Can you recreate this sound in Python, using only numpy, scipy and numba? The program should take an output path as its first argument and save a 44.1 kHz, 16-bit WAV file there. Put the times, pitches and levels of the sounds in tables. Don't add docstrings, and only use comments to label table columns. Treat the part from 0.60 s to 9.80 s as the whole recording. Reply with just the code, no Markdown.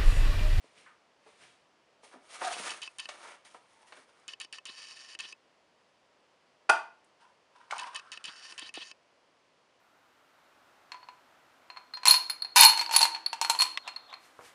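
import sys
import numpy as np
from scipy import signal
from scipy.fft import rfft, irfft
from scipy.io import wavfile
from scipy.ndimage import uniform_filter1d
from numba import njit

SR = 44100
rng = np.random.default_rng(int(sys.argv[2]) if len(sys.argv) > 2 else 0)


def transcribe(signal):
    frames = np.atleast_2d(signal).T
    limited = np.clip(frames, -1, 1)
    pcm = np.round(limited * 32767).astype(np.int16)
    wavfile.write(sys.argv[1], SR, pcm)


N = 405719
TIME = np.arange(N) / SR
TOP_HZ = 11200

# centre in Hz, width in Hz, height over the broad spectrum in dB.
BOX_RESONANCES = [(607, 43, 2), (736, 21, 1.5), (917, 74, 1.5), (1216, 46, 1), (1316, 85, -1.5),
                  (1780, 66, -6), (2220, 56, 4)]
# start in seconds, stop in seconds, relative level of the rebound in dB,
# gear pitch in Hz that the run climbs towards.
FOCUS_RUNS = [(1.931, 1.983, -23, 5030), (2.093, 2.137, 5.5, 4980), (2.218, 2.276, 0.5, 5020),
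              (2.385, 2.456, 5, 4970), (3.6798, 3.735, -25, 5130), (3.8005, 3.847, 0, 5150),
              (3.9264, 3.984, -12, 5460), (4.0542, 4.55, -6.5, 5050), (4.5897, 4.725, 3.5, 6250),
              (7.1816, 7.233, 2.5, 5460), (7.347, 7.395, 4.5, 5420), (7.518, 7.574, -7, 5630),
              (7.641, 7.924, 2, 5500), (7.979, 8.091, 2.5, 5000), (8.14, 8.314, -3, 6580)]
# centre in Hz, width in Hz, height over the broad spectrum in dB.
BARREL_RESONANCES = [(1060, 54, 13), (1276, 37, 6), (1803, 71, 15.5), (2250, 42, 8.5), (2606, 60, 20.5),
                     (2989, 112, 20), (3830, 190, 11), (4587, 184, 16.5), (4966, 38, 14), (5490, 96, 11.5),
                     (8620, 350, 7.5), (9500, 440, 6)]


def undb(db):
    return 10 ** (np.asarray(db) / 20)


def walk(rate):
    size = int(SR / rate)
    held = np.repeat(rng.standard_normal(N // size + 1), size)
    return 1.2 * uniform_filter1d(held, size)[:N]


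def grains(spread_db):
    size = 16
    levels = undb(spread_db * rng.standard_normal(N // size + 1))
    x = rng.standard_normal(N) * np.repeat(levels, size)[:N]
    return x / x.std()


def burst(decay):
    t = TIME[:SR // 5]
    x = rng.standard_normal(len(t)) * np.exp(-t / decay)
    return x * np.sqrt(decay * SR / 2 / np.sum(x ** 2))


def add(track, s, x):
    i = max(int(s * SR), 0)
    track[i:i + len(x)] += x[:N - i]


def contacts(times, dbs, decay):
    track = np.zeros(N)
    for s, db in zip(times, dbs + np.zeros(len(times))):
        add(track, s, undb(db) * burst(decay))
    return track


def strokes(rows, column=4):
    power = np.zeros(N)
    for row in rows:
        s, attack, hold, release = row[:4]
        before = np.maximum(s - TIME, 0) / attack
        after = np.maximum(TIME - s - hold, 0) / release
        fade = before + after
        near = fade < 4
        power[near] += undb(row[column] - 20 * fade[near]) ** 2
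    return np.sqrt(power)


def wavering_tone(hz, width_hz, rate):
    phase = 2 * np.pi * np.cumsum(hz + width_hz * walk(rate)) / SR
    return np.sqrt(2) * np.sin(phase)


def body(x, colour, peaks=()):
    size = 8192
    hz = np.maximum(np.arange(size // 2 + 1) * SR / size, 1)
    points = np.array(colour)
    power = undb(np.interp(np.log(hz), np.log(points[:, 0]), points[:, 1])) ** 2
    power = power * (1 + sum(undb(db) ** 2 / (1 + (2 * (hz - f) / width) ** 2) for f, width, db in peaks))
    power = power / (1 + (hz / TOP_HZ) ** 40)
    cepstrum = irfft(np.log(power / power.mean()) / 2)
    cepstrum[1:size // 2] *= 2
    cepstrum[size // 2 + 1:] = 0
    return signal.fftconvolve(x, irfft(np.exp(rfft(cepstrum))))[:N]


def band(x, hz, width):
    low = np.hypot(hz, width / 2) - width / 2
    high = min(low + width, SR / 2 - 1)
    y = signal.sosfilt(signal.butter(2, [low, high], "band", fs=SR, output="sos"), x)
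    return y * np.linalg.norm(x) / np.linalg.norm(y)


@njit
def moving_band(x, hz, width):
    y, b, low = np.empty(len(x)), 0., 0.
    for i in range(len(x)):
        g, k = np.tan(np.pi * hz[i] / SR), width[i] / hz[i]
        v = (b + g * (x[i] + 1e-18 - low)) / (1 + g * (g + k))
        b, low, y[i] = 2 * v - b, low + 2 * g * v, k * v
    return y


def slides():
    # start in seconds,
    # attack in seconds, hold in seconds, release in seconds, relative rub and hiss levels in dB.
    drag_rows = [(1.74, 0.087, 0.016, 0.14, -47, -51.5), (1.816, 0.0066, 0.036, 0.13, -37, -52),
                 (1.86, 0.14, 0.21, 0.19, -40.5, -46.5)]
    # start
    # in seconds, attack in seconds, hold in seconds, release in seconds, relative rub and hiss levels in dB.
    rub_rows = [(1.438, 0.019, .012, 0.16, -70, -63.5), (1.53, 0.039, .006, 0.056, -52, -69),
                (2.50, 0.09, 0.1, 0.14, -52.5, -64), (2.634, 0.12, 0.086, 0.064, -46.5, -58.5),
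                (2.85, .006, 0.0086, 0.056, -53.5, -56.5), (2.941, 0.099, .004, 0.07, -59, -62),
                (3.12, 0.34, 0.11, 0.055, -65.5, -72), (3.288, .05, 0.1, 0.13, -60, -66.5),
                (3.50, 0.12, 0.15, .08, -65.5, -78.5), (7.911, 0.055, 0.024, 0.076, -58, -60.5)]
    # frequency in Hz, relative level in dB.
    rub_colour = [(60, -22), (150, -18.5), (350, 0), (800, 2.5), (1400, 5.5), (2500, -3.5), (5000, -12.5),
                  (10000, -35)]
    # frequency in Hz, relative level in dB.
    hiss_colour = [(500, -26.5), (2000, 8.5), (4500, 4.5), (6500, 4), (7800, -0.5), (8700, 6), (10000, 2.5),
                   (11500, -16.5)]
    rows = drag_rows + rub_rows
    catching = undb(2.1 * walk(55))
    rub = strokes(rows, column=4) * grains(spread_db=3.5) * undb(1.4 * walk(200))
    hiss = strokes(rows, column=5) * grains(spread_db=2.5)
    hollow = body(catching * rub, rub_colour, BOX_RESONANCES)
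    fine = body(catching * hiss, hiss_colour)
    return undb(-5.5) * hollow + undb(1.0) * fine


def judder():
    # time in seconds, relative level in dB.
    judder_rows = [(1.819, -44), (1.844, -39), (1.877, -30), (1.901, -42)]
    attack_s, hold_s, release_s = 0.015, .006, 0.019
    groan = wavering_tone(746, width_hz=55, rate=220)
    grip = strokes([(s, attack_s, hold_s, release_s, db) for s, db in judder_rows])
    return grip * groan * undb(3.2 * walk(120))


def bumps():
    # time in seconds, relative level in dB, centre in Hz, width in Hz, contact decay in seconds.
    knock_rows = [(.042, -53, 367, 397, 0.0051), (.262, -53.5, 1410, 890, 0.033),
                  (.663, -57, 546, 800, 0.026), (1.432, -56.5, 533, 690, 0.023),
                  (1.540, -54.5, 413, 700, 0.042), (1.815, -32, 770, 1000, 0.011),
                  (1.846, -34, 4500, 6000, 0.016), (1.870, -36, 1400, 400, 0.015),
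                  (1.997, -41, 354, 610, 0.0082), (2.489, -33.5, 2400, 6730, 0.0092),
                  (2.648, -48.5, 1140, 700, 0.017), (2.720, -48, 1410, 2000, 0.0054),
                  (2.946, -45.5, 700, 1380, 0.0085), (3.323, -45, 1160, 2980, 0.01),
                  (3.375, -55, 600, 1500, 0.017), (3.597, -56, 7000, 6000, .004),
                  (6.445, -52.5, 9010, 2500, 0.0031), (7.013, -56, 1500, 706, 0.009),
                  (7.109, -31, 2000, 1800, 0.0052), (7.110, -35.5, 6000, 7000, 0.013),
                  (7.123, -27, 1094, 587, 0.0043), (7.133, -26.5, 1030, 297, 0.0019),
                  (7.241, -39, 1410, 1297, .0035)]
    knocks = np.zeros(N)
    for s, db, hz, width, decay in knock_rows:
        add(knocks, s, undb(db) * band(burst(decay), hz, width))
    colour = [(60, -22), (250, 9.0), (1000, 6.5), (3000, 6), (8000, -2.5), (11000, -9.5)]  # (Hz, dB)
    return body(knocks, colour, BOX_RESONANCES)


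def squeak():
    # start in seconds, attack in seconds, hold in seconds, release in seconds, relative level in dB.
    squeak_rows = [(3.17, .08, 0.093, .06, -67)]
    return strokes(squeak_rows) * wavering_tone(900, width_hz=59, rate=230)


def snap(rise=0.0012):
    # time in seconds, relative ring level in dB, relative crack level in dB.
    step_rows = [(6.0917, 0.5, -43.5), (6.0948, 6, -19), (6.0974, -6.5, -16.5), (6.1006, -1, -20.5)]
    # frequency in Hz, relative level in dB, 60 dB decay in seconds.
    lid_modes = [(276.4, -42, 0.02), (453.3, -36.5, 0.05), (636, -30, .07), (680, -41, 0.31),
                 (759, -28, 0.057), (815.6, -23.5, 0.061), (873, -32, .24), (893, -36, .24),
                 (928.3, -37, 0.29), (1223, -34, 0.082), (1426, -18, 0.056), (1500, -32, 0.17),
                 (1540, -20, 0.029), (1633, -28.5, 0.037), (1777, -31, .04), (2000, -26.5, .03),
                 (2436, -24, .04), (2465, -38, 0.13), (2566, -24, 0.03)]
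    # frequency in Hz, relative level in dB.
    crack_colour = [(80, -36), (190, -19), (280, -6), (370, -5), (600, -4), (1500, 5.5), (2700, -2.5),
                    (3400, -8.5), (5000, -6.5), (7500, -13.5), (9300, -9.5), (11000, -25)]
    times, ring_dbs, crack_dbs = np.transpose(step_rows)
    t = TIME[:SR // 2]
    since = np.maximum(t - (times - times[0])[:, None], 0)
    pushes = undb(ring_dbs - 3.0)[:, None] * (1 - np.exp(-since / rise))
    ring = np.zeros(N)
    for hz, db, t60 in lid_modes:
        swing = np.sum(pushes * np.exp(-np.log(1000) * since / t60), axis=0)
        add(ring, times[0], undb(db) * swing * np.sin(2 * np.pi * hz * t))
    ring = signal.sosfilt(signal.butter(4, 250, "high", fs=SR, output="sos"), ring)
    crack = body(contacts(times, crack_dbs, decay=0.0037), crack_colour)
    return room(ring, wet_db=-13.0) + room(crack, wet_db=-10.0)


def scrape():
    # start in seconds, attack in seconds,
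    # hold in seconds, release in seconds, relative level in dB.
    scrape_rows = [(6.61, 0.023, 0.044, .09, -56.5), (6.94, 0.014, .12, .08, -59.5),
                   (7.115, 0.036, .17, 0.035, -41), (7.335, .07, 0.011, 0.22, -47),
                   (7.52, 0.11, 0.52, 0.048, -59), (7.70, .05, 0.017, 0.045, -49.5)]
    # frequency in Hz, relative level in dB.
    scrape_colour = [(60, -40), (200, -13.5), (500, -10.5), (800, 4.5), (1500, 5.5), (2100, -5), (2700, 0),
                     (4000, -8), (5200, -6), (7500, -17.5), (9000, -10.5), (11000, -25)]
    # centre in Hz, width in Hz, height over the broad spectrum in dB.
    scrape_resonances = [(1550, 100, 3)]
    opens_s, opening_time_s = 7.27, 0.38
    closed_hz, open_hz = 990, 1664
    closed_width_hz, open_width_hz = 110, 720
    gap = 1 - np.exp(-np.maximum(TIME - opens_s, 0) / opening_time_s)
    hz = closed_hz + gap * (open_hz - closed_hz)
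    width = closed_width_hz + gap * (open_width_hz - closed_width_hz)
    catching = undb(3 * walk(110) - 1)
    slips = strokes(scrape_rows) * grains(spread_db=3.0) * catching
    cavity = moving_band(moving_band(slips, hz, 1.37 * width), hz, 1.5 * width)
    cavity = cavity * np.sqrt(SR / 2 / width)
    return undb(-7.0) * cavity + undb(-8) * body(slips, scrape_colour, scrape_resonances)


def cloth():
    # time in seconds, relative level in dB.
    swish_rows = [(.05, -63.5), (.185, -58), (.68, -62), (.825, -55.5)]
    # frequency in Hz, relative level in dB.
    cloth_colour = [(59, -40), (100, -9.5), (711, -5.5), (995, -7.5), (2330, -1.5), (7810, -14),
                    (8970, -10), (11400, -26), (14800, -66), (22000, -120)]
    attack_s, hold_s, release_s = 0.079, 0.0053, 0.17
    swish = strokes([(s, attack_s, hold_s, release_s, db) for s, db in swish_rows])
    return undb(-1.5) * body(swish * grains(spread_db=2.5), cloth_colour)


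def focus_motor(spin_up=0.034, turn_hz=126.0, turn_depth=0.14):
    # frequency in Hz, relative level in dB.
    tick_colour = [(70, -22), (200, -21), (1000, -12.5), (3000, -3), (5000, -8.5), (6500, 5), (7400, 5),
                   (7950, -6.5), (8600, 0.5), (9900, -1.5), (11300, -18)]
    clatter_colour = [(70, -44), (200, -37), (1000, 1), (2000, 2), (3400, 4.5), (5000, -2.5), (7000, -2),
                      (8000, -11), (9500, -11), (11300, -23)]
    whirr_colour = [(100, -22), (350, -6), (1500, 2.5), (4000, -0.5), (5800, 6.5), (7400, 2.5), (7950, -10),
                    (8500, -3.5), (10500, -7), (11500, -25)]
    tap_colour = [(60, -18), (150, -28), (900, -6), (2000, -3), (2700, 4), (3600, -7.5), (6000, -5.5),
                  (8000, -12.5), (9500, -13.5), (11300, -35)]
    start, stop, rebound_db, top_hz = np.transpose(FOCUS_RUNS)
    rebound = start + .0152
    running, pitch = np.zeros(N), np.zeros(N)
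    for t0, t1, hz in zip(start, stop, top_hz):
        t = TIME[:int((t1 - t0) * SR)]
        add(running, t0, undb(-53.5) * np.ones(len(t)))
        add(pitch, t0, hz * (1 - np.exp(-t / spin_up)))
    running = running * (1 + turn_depth * np.sin(2 * np.pi * turn_hz * TIME))
    rough = running * grains(spread_db=3.5) * undb(2.5 * walk(50))
    whirr = body(rough, whirr_colour, BARREL_RESONANCES)
    whine = undb(-11) * running * wavering_tone(pitch, width_hz=230, rate=700)
    clicks = contacts(start, -34.5, decay=0.0014) + contacts(rebound, rebound_db - 36.0, decay=0.0013)
    ticks = body(clicks, tick_colour, BARREL_RESONANCES)
    play = contacts(start + .003, -41.5, decay=0.018)
    play = play + contacts(rebound - .005, rebound_db - 39.0, decay=0.0099)
    clatter = body(play, clatter_colour, BARREL_RESONANCES)
    taps = body(contacts(stop, -34.5, decay=.0025), tap_colour, BARREL_RESONANCES)
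    return whirr + whine + ticks + clatter + taps


def lens_shake(climb=11, waver_hz=220, thud_decay=0.004):
    # time of the peak
    # in seconds, relative buzz level in dB, half length of the swell in seconds, pitch at the peak in Hz,
    # relative thud level in dB.
    surge_rows = [(4.095, -37, .008, 3950, -53), (4.647, -38, 0.013, 3200, -51),
                  (7.684, -37, 0.01, 3180, -43.5), (8.024, -36.5, 0.0068, 3400, -44),
                  (8.057, -41, .02, 3360, -69), (8.175, -37, 0.015, 3240, -39),
                  (8.22, -34, 0.011, 3360, -68)]
    # frequency in Hz, relative level in dB.
    buzz_colour = [(100, -13), (1000, -4), (3800, -2), (5500, -15), (8000, -16), (11000, -24)]
    # frequency in Hz, relative level in dB.
    thud_colour = [(70, -27), (170, -5.5), (330, 3), (600, -3.5), (950, -0.5), (1500, -10), (3000, -36)]
    gear_ratio = 1.3
    rattle, tone = np.zeros(N), np.zeros(N)
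    jolts = contacts([run[1] for run in FOCUS_RUNS], -57.5, decay=thud_decay)
    for s, db, half, hz, thud_db in surge_rows:
        t = TIME[:SR // 5] - .1
        swell = undb(db) * np.exp(-(t / half) ** 2 / 2)
        pitch = hz * np.exp(climb * t) + waver_hz * walk(700)[:len(t)]
        phase = 2 * np.pi * np.cumsum(pitch) / SR
        wheels = np.sin(phase) + undb(-7.5) * np.sin(gear_ratio * phase)
        add(rattle, s + t[0], swell * rng.standard_normal(len(t)))
        add(tone, s + t[0], swell * wheels)
        add(jolts, s, undb(thud_db) * burst(decay=thud_decay))
    buzz = body(rattle, buzz_colour, BARREL_RESONANCES)
    thud = body(jolts, thud_colour, [(336, 70, 1)])
    return undb(-8.5) * buzz + undb(-9) * tone + thud


def room(x, wet_db, gap=0.0069):
    # frequency in Hz, 60 dB decay in seconds.
    decay_rows = [(200, 0.3), (900, 0.35), (2500, 0.32), (9000, 0.23)]
    t = TIME[:SR // 2]
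    hz = np.arange(len(t) // 2 + 1) * SR / len(t)
    noise = rfft(rng.standard_normal(len(t)))
    centres, t60s = np.transpose(decay_rows)
    tail = np.zeros(len(t))
    for share, t60 in zip(np.eye(len(t60s)), t60s):
        part = irfft(noise * np.interp(hz, centres, share), len(t))
        tail += part * np.exp(-np.log(1000) * t / t60)
    tail = tail * np.clip(t / gap - 1, 0, 1)
    return x + undb(wet_db) * signal.fftconvolve(x, tail / np.linalg.norm(tail))[:N]


def room_air():
    # frequency in Hz, relative level in dB.
    air_colour = [(15, -51.5), (25, -22.5), (85, -16), (166, -11), (232, -9), (418, -6.5), (554, -3),
                  (879, -7.5), (949, -5), (1390, -10.5), (2510, -13.5), (2930, -13), (3880, -19),
                  (4760, -17.5), (11400, -35.5), (14800, -71), (22000, -120)]
    return undb(-68) * body(rng.standard_normal(N), air_colour)


def scene():
    handling = undb(-6.0) * bumps() + slides() + judder() + squeak() + scrape() + cloth()
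    wood = room(handling, wet_db=-9.0) + room(snap(), wet_db=-13)
    lens = focus_motor() + lens_shake()
    return (wood + lens + room_air())[None]


def record(dry):
    thin = signal.sosfilt(signal.butter(2, 55, "high", fs=SR, output="sos"), dry)
    return signal.sosfilt(signal.ellip(8, .2, 60, TOP_HZ, fs=SR, output="sos"), thin)


dry = scene()
out = record(dry)
transcribe(out)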